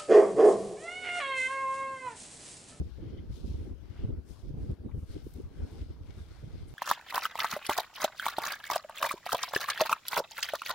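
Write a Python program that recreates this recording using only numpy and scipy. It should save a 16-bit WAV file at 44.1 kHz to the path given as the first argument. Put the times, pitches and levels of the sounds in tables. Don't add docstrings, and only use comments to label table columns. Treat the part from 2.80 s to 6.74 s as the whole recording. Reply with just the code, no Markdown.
import sys
import numpy as np
from scipy import signal
from scipy.fft import rfft, irfft
from scipy.io import wavfile
from scipy.ndimage import uniform_filter1d

SR = 44100
rng = np.random.default_rng(int(sys.argv[2]) if len(sys.argv) > 2 else 0)


def unload_wav(signal):
    wavfile.write(
        sys.argv[1],
        SR,
        np.round(np.clip(np.atleast_2d(signal).T, -1, 1) * 32767).astype(np.int16),
    )


N = 173754
T = np.arange(N) / SR
FREQS = np.fft.rfftfreq(N, 1 / SR)

# frequency in Hz, relative level in dB per Hz.
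FLUTTER_COLOUR = [(40, -33), (130, -3), (220, 1.5), (330, 0), (440, -5), (560, -14.5), (720, -25),
                  (1200, -35.5), (3000, -52)]
# frequency in Hz, relative level in dB per Hz.
CLOTH_COLOUR = [(200, -18), (600, 3), (1000, -6), (1550, -1), (1800, -7), (2100, 1.5), (2550, -3),
                (3200, 2.5), (4200, 2), (5300, 0.5), (7300, -8.5), (8800, -8.5), (13000, -15.5),
                (15700, -22.5)]
# frequency in Hz, left minus right in dB.
CLOTH_BALANCE = [(500, -20), (1200, 2), (2200, 4.5), (3800, 10), (6000, 11.5), (9000, 9), (13000, 6.5)]


def amp(db):
    return 10 ** (np.asarray(db) / 20)


def unit(x):
    return x / np.sqrt(np.mean(x ** 2) + 1e-20)


def read(points, hz):
    f, value = np.transpose(points)
    return np.interp(np.log(hz + 1), np.log(f + 1), value)


def pan(db):
    difference = np.atleast_1d(db)
    gains = amp(np.array([difference, -difference]) / 2)
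    return gains / np.sqrt(np.mean(gains ** 2, 0))


def noise(gain):
    return unit(irfft(rfft(rng.standard_normal(N)) * gain, N))


def wander(hz):
    return noise(np.exp(-(FREQS / hz) ** 2))


def turbulence(colour, steady_s):
    top_hz, lump_db, lump_hz = 2500, 4, 50
    ports_alike = 0.036
    gain = amp(read(colour, FREQS)) / (1 + (FREQS / top_hz) ** 4)
    shared, left, right = [noise(gain) * amp(lump_db * wander(lump_hz)) for _ in range(3)]
    pressure = np.sqrt(ports_alike) * shared + np.sqrt(1 - ports_alike) * np.array([left, right])
    window = np.hanning(int(steady_s * SR))
    window = window[None] / window.sum()
    running_power = abs(signal.fftconvolve(pressure ** 2, window, 'same'))
    return pressure / np.sqrt(running_power + 1e-9)


def hiss(colour, balance, patch_db):
    # frequency in Hz, likeness from -1 (opposite) to 1 (same).
    likeness = [(500, 0.44), (1300, 0.5), (2500, .4), (4500, 0.19), (9000, 0.076), (15000, -0.18)]
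    hz = np.fft.rfftfreq(512, 1 / SR)
    a, b, c, d, patches = rng.standard_normal((N // 128 + 5, len(hz), 5)).T
    patches = uniform_filter1d(patches, size=5, axis=0)
    patches = unit(uniform_filter1d(patches, size=18, axis=1))
    alike = read(likeness, hz)[:, None]
    left, other = a + 1j * b, c + 1j * d
    spectra = np.array([left, alike * left + np.sqrt(1 - alike ** 2) * other])
    spectra = spectra * amp(read(colour, hz)[:, None] + patch_db * patches)
    spectra = spectra * pan(read(balance, hz))[:, :, None]
    return unit(signal.istft(spectra, nperseg=512, noverlap=384)[1][:, :N])


def open_air():
    # frequency in Hz, relative level in dB per Hz.
    air_colour = [(20, -5), (150, 3.5), (350, 8.5), (750, 1.5), (1100, -2), (1500, -2), (1900, -8.5),
                  (3000, -9.5), (5200, -13), (7300, -22), (12000, -19.5), (15700, -23)]
    # frequency in Hz, left minus right in dB.
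    air_balance = [(300, -2.5), (1200, 4.5), (3500, 15.5), (8000, 7), (14000, -2)]
    return amp(-65.5) * hiss(air_colour, air_balance, patch_db=3)


def drone():
    # time in seconds, level in dB.
    drone_level = [(0, -44), (1.1, -48.5), (1.55, -50), (2.0, -60), (2.7, -57), (3.2, -52), (3.6, -54.5),
                   (3.94, -66)]
    centre_hz, waver_hz = 64.3, 4.86
    phase = 2 * np.pi * np.cumsum(centre_hz + waver_hz * wander(21.4)) / SR
    tone = unit(np.sin(phase) * amp(0.6 * wander(15)))
    left_only = np.array([[1], [0]])
    return tone * amp(np.interp(T, *np.transpose(drone_level))) * left_only


def twigs():
    # time of the peak in seconds, length in seconds (spread of the bell-shaped swell),
    # level at the peak in dB, middle of the band in Hz, width in octaves, left minus right in dB.
    ticks = [(0.307, 0.15, -74.5, 3120, 0.084, 13), (0.384, 0.011, -62.5, 3200, 0.11, 4),
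             (.385, 0.0075, -66, 2060, 0.11, 5), (1.203, 0.046, -68.5, 2870, .19, 7),
             (1.924, 0.018, -70, 1170, .5, 1), (2.097, .007, -58.5, 1000, 0.34, 2),
             (2.12, 0.0051, -66, 2000, 0.35, 3), (2.5, 0.066, -74, 13100, .26, -5),
             (2.5395, 0.0018, -57, 11500, 1, 9), (2.562, 0.0011, -66, 9500, .5, 5),
             (2.62, 0.00079, -67, 9000, 0.87, 4), (2.83, 0.048, -67.5, 1500, 0.18, -1),
             (3.551, 0.052, -68, 1560, .4, 2), (2.901, 0.14, -66.5, 830, 0.3, 0),
             (2.916, .003, -70, 10400, 0.57, 6), (3.307, 0.003, -59, 2250, 0.81, 11),
             (3.39, 0.01, -63, 1290, 0.39, -1), (3.888, 0.0088, -66.5, 9400, 0.23, 21)]
    out, size = np.zeros((2, N)), 8192
    hz = np.fft.rfftfreq(size, 1 / SR) + 1
    for s, length, db, centre, octaves, pan_db in ticks:
        start = min(int(s * SR) - size // 2, N - size)
        here = slice(start, start + size)
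        band = np.exp(-.5 * (np.log2(hz / centre) / octaves) ** 2)
        raw = rng.standard_normal((2, size)) + rng.standard_normal(size)
        scrape = unit(irfft(rfft(raw) * band))
        swell = np.exp(-.5 * ((T[here] - s) / length) ** 2)
        out[:, here] += scrape * amp(db) * pan(pan_db) * swell
    return out


def crackle():
    snaps_per_s, spread_db = 300, 3
    sizes = amp(spread_db * np.minimum(rng.exponential(1, N), 4))
    happens = rng.random(N) < snaps_per_s / SR
    snaps = rfft(sizes * happens * rng.standard_normal((2, N)))
    coloured = snaps * amp(read(CLOTH_COLOUR, FREQS)) * pan(read(CLOTH_BALANCE, FREQS))
    return amp(-10.5) * unit(irfft(coloured, N))


def fabric():
    # time of the peak in seconds, rise in seconds, fall in seconds,
    # level in dB before the trim, extra low body in dB, extra high sheen in dB.
    swishes = [(.03, 0.1, 0.15, -67, -2, -0.5), (.29, 0.11, 0.15, -67, 8, -20),
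               (.56, 0.039, .055, -58.5, -7, 1.5), (.68, 0.03, 0.073, -58.5, -11, 0.5),
               (.82, 0.054, 0.071, -66.5, 7, 3), (1.201, 0.12, 0.065, -64.5, 10.5, -5),
               (1.51, 0.032, 0.03, -63.5, -1, 9), (1.59, 0.043, 0.044, -65, -14, 4),
               (1.68, .04, 0.033, -65.5, -20, -4), (1.83, 0.046, 0.034, -70.5, 4, 7.5),
               (1.91, 0.066, 0.03, -68, 4, 2), (2.215, .05, 0.047, -77.5, 2, 17),
               (2.32, 0.032, 0.051, -60.5, 4, 4), (2.39, .04, 0.045, -63, 5, -3),
               (2.47, .03, .05, -68.5, -3, 10.5), (2.57, 0.052, 0.073, -67, 5, 5.5),
               (2.81, 0.076, 0.045, -67, 10.5, 2), (2.91, .06, 0.11, -62.5, 4, 3),
               (3.0, 0.018, 0.037, -61.5, 6, -6), (3.11, 0.035, 0.055, -66.5, 3.5, -11),
               (3.31, 0.064, 0.048, -65, 7.5, -0.5), (3.39, 0.039, .05, -63, 4, 3),
               (3.54, 0.085, 0.18, -64, 6, 0.5), (3.78, 0.058, 0.081, -63, 5, -3.5),
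               (3.9, 0.017, .06, -66, 8, 7.5)]
    trim_db, patch_db = -3, 1.3
    grain_db, grain_hz = 1.42, 506
    body_hz, sheen_hz = 2220, 6740
    friction = hiss(CLOTH_COLOUR, CLOTH_BALANCE, patch_db) * amp(grain_db * wander(grain_hz))
    rub = rfft(friction + crackle())
    body = 1 / (1 + (FREQS / body_hz) ** 6)
    sheen = 1 - 1 / (1 + (FREQS / sheen_hz) ** 6)
    bands = [body, 1 - body - sheen, sheen]
    power = np.zeros((3, N))
    for s, rise, fall, db, body_db, sheen_db in swishes:
        stroke = np.exp(-((T - s) / np.where(T < s, rise, fall)) ** 2)
        power += amp([[db + body_db], [db], [db + sheen_db]]) ** 2 * stroke
    return amp(trim_db) * sum(irfft(rub * band, N) * np.sqrt(p) for band, p in zip(bands, power))


def eddies():
    # time in seconds, peak level in dB before the trim and pan, pitch in Hz.
    strikes = [(.009, -21, 64.8), (0.065, -31, 68.4), (0.221, -32, 74), (0.27, -30.5, 98),
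               (.338, -31.5, 67.6), (0.399, -32.5, 73), (0.505, -29.5, 65.3), (0.651, -26, 77),
               (0.683, -32, 219), (0.709, -27, 74), (0.754, -26, 81), (0.821, -26, 78), (0.879, -36, 260),
               (0.917, -30, 70.6), (1.199, -30.5, 76), (1.231, -27.5, 65), (1.253, -21, 85),
               (1.294, -25, 100), (1.306, -28.5, 366), (1.334, -25.5, 65.3), (1.353, -35.5, 75),
               (1.388, -28, 73), (1.667, -37.5, 66), (1.708, -30.5, 116), (1.742, -29.5, 132),
               (1.812, -33.5, 72), (1.837, -28.5, 84), (1.898, -24, 101), (1.928, -26.5, 69.5),
               (2.011, -34.5, 73), (2.057, -31.5, 90.5), (2.064, -30, 234), (2.147, -28.5, 79),
               (2.171, -32, 119), (2.188, -27.5, 65), (2.235, -29, 69.5), (2.305, -31.5, 69.4),
               (2.354, -35.5, 71.4), (2.365, -29.5, 324), (2.467, -31.5, 305), (2.562, -31.5, 71),
               (2.588, -35, 228), (2.603, -29.5, 339), (2.659, -36.5, 81), (2.802, -29.5, 72.5),
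               (2.838, -27.5, 74), (2.927, -34, 74), (3.017, -31, 75), (3.108, -30, 75), (3.217, -37, 77.6),
               (3.297, -32.5, 74.4), (3.38, -35, 88), (3.414, -35, 72), (3.515, -37, 71),
               (3.639, -32.5, 129), (3.678, -39, 152), (3.746, -29.5, 63), (3.828, -33, 79.9),
               (3.924, -45, 71.5)]
    trim_db, puff_db, puff_s = -2.5, -16, .01
    spread_cycles, shortest_s = 0.53, 0.00062
    skew_s, apart_turns = 0.0036, 1
    warp_radians, warp = 0.46, [wander(100), wander(120)]
    out = np.zeros((2, N))
    spray = turbulence(FLUTTER_COLOUR, steady_s=0.095)
    for s, db, hz in strikes:
        turn, *apart = rng.random(3)
        near = abs(T - s) < .05
        spread_s = shortest_s + spread_cycles / hz
        for port in range(2):
            t = T[near] - s - skew_s * (2 * apart[port] - 1)
            turns = t * hz + turn + apart_turns * apart[port]
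            swing = np.cos(2 * np.pi * turns + warp_radians * warp[port][near])
            swing = swing * np.exp(-.5 * (t / spread_s) ** 2)
            puff = amp(puff_db) * spray[port, near] * np.exp(-.5 * (t / puff_s) ** 2)
            out[port, near] += amp(db + trim_db) * (swing + puff)
    return out * pan(db=1.5)


def wind():
    # time in seconds, flutter level in dB, rumble level in dB, both before their trims.
    gusts = [(0.02, -54, -38), (0.14, -62, -47), (0.22, -44, -44.5), (0.48, -52.5, -44), (0.5, -68.5, -31),
             (0.58, -46.5, -45.5), (0.64, -52.5, -37), (0.93, -43.5, -38.5), (0.95, -59.5, -47.5),
             (1.15, -56.5, -44.5), (1.25, -56, -33), (1.48, -58.5, -59), (1.51, -47, -36.5),
             (1.57, -67.5, -54), (1.65, -52, -40), (1.92, -43.5, -36.5), (1.97, -62, -66), (2.06, -45, -43),
             (2.08, -45, -41), (2.17, -62, -38), (2.28, -65, -56), (2.37, -47.5, -36.5), (2.42, -57.5, -52),
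             (2.46, -58, -35), (2.52, -64, -49), (2.56, -66, -50), (2.6, -65, -46), (2.65, -55, -40.5),
             (2.74, -55, -52.5), (2.84, -47.5, -31), (2.88, -52, -57), (3.02, -48, -33.5),
             (3.05, -57.5, -45), (3.62, -65, -51), (3.63, -54, -40), (3.94, -59, -47.5)]
    # frequency in Hz, relative level in dB per Hz.
    rumble_colour = [(12, -13), (22, -13.5), (45, 2.5), (75, -1), (110, -4), (170, -12.5), (300, -38),
                     (700, -60), (2000, -56)]
    # time in seconds, left minus right in dB.
    rumble_balance = [(0, 9.5), (.15, 20), (.45, 1.5), (.7, -9), (.9, 7.5), (1.05, 16), (1.25, -1),
                      (1.4, 8), (1.52, 28), (1.65, -7), (2, 7), (2.45, 4.5), (2.7, 1), (3.1, 0.5),
                      (3.5, -9), (3.94, 1)]
    rumble_trim_db, flutter_trim_db = -2.5, -0.5
    buffet_db, buffet_hz = 3, 20
    s, flutter_db, rumble_db = np.transpose(gusts)
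    rumble = turbulence(rumble_colour, steady_s=0.23)
    rumble = rumble * amp(np.interp(T, s, rumble_db) + rumble_trim_db)
    rumble = rumble * pan(np.interp(T, *np.transpose(rumble_balance)))
    flutter = turbulence(FLUTTER_COLOUR, steady_s=0.082)
    flutter = flutter * amp(np.interp(T, s, flutter_db) + flutter_trim_db) * pan(-2.5)
    return (rumble + flutter) * amp(buffet_db * np.tanh(wander(buffet_hz)))


def scene():
    return open_air() + drone() + twigs() + fabric() + eddies() + wind()


def record(dry):
    low_pass = signal.firwin(1023, 15750, window=("kaiser", 9), fs=SR)
    return signal.oaconvolve(dry, low_pass[None], "same")


dry = scene()
out = record(dry)
unload_wav(out)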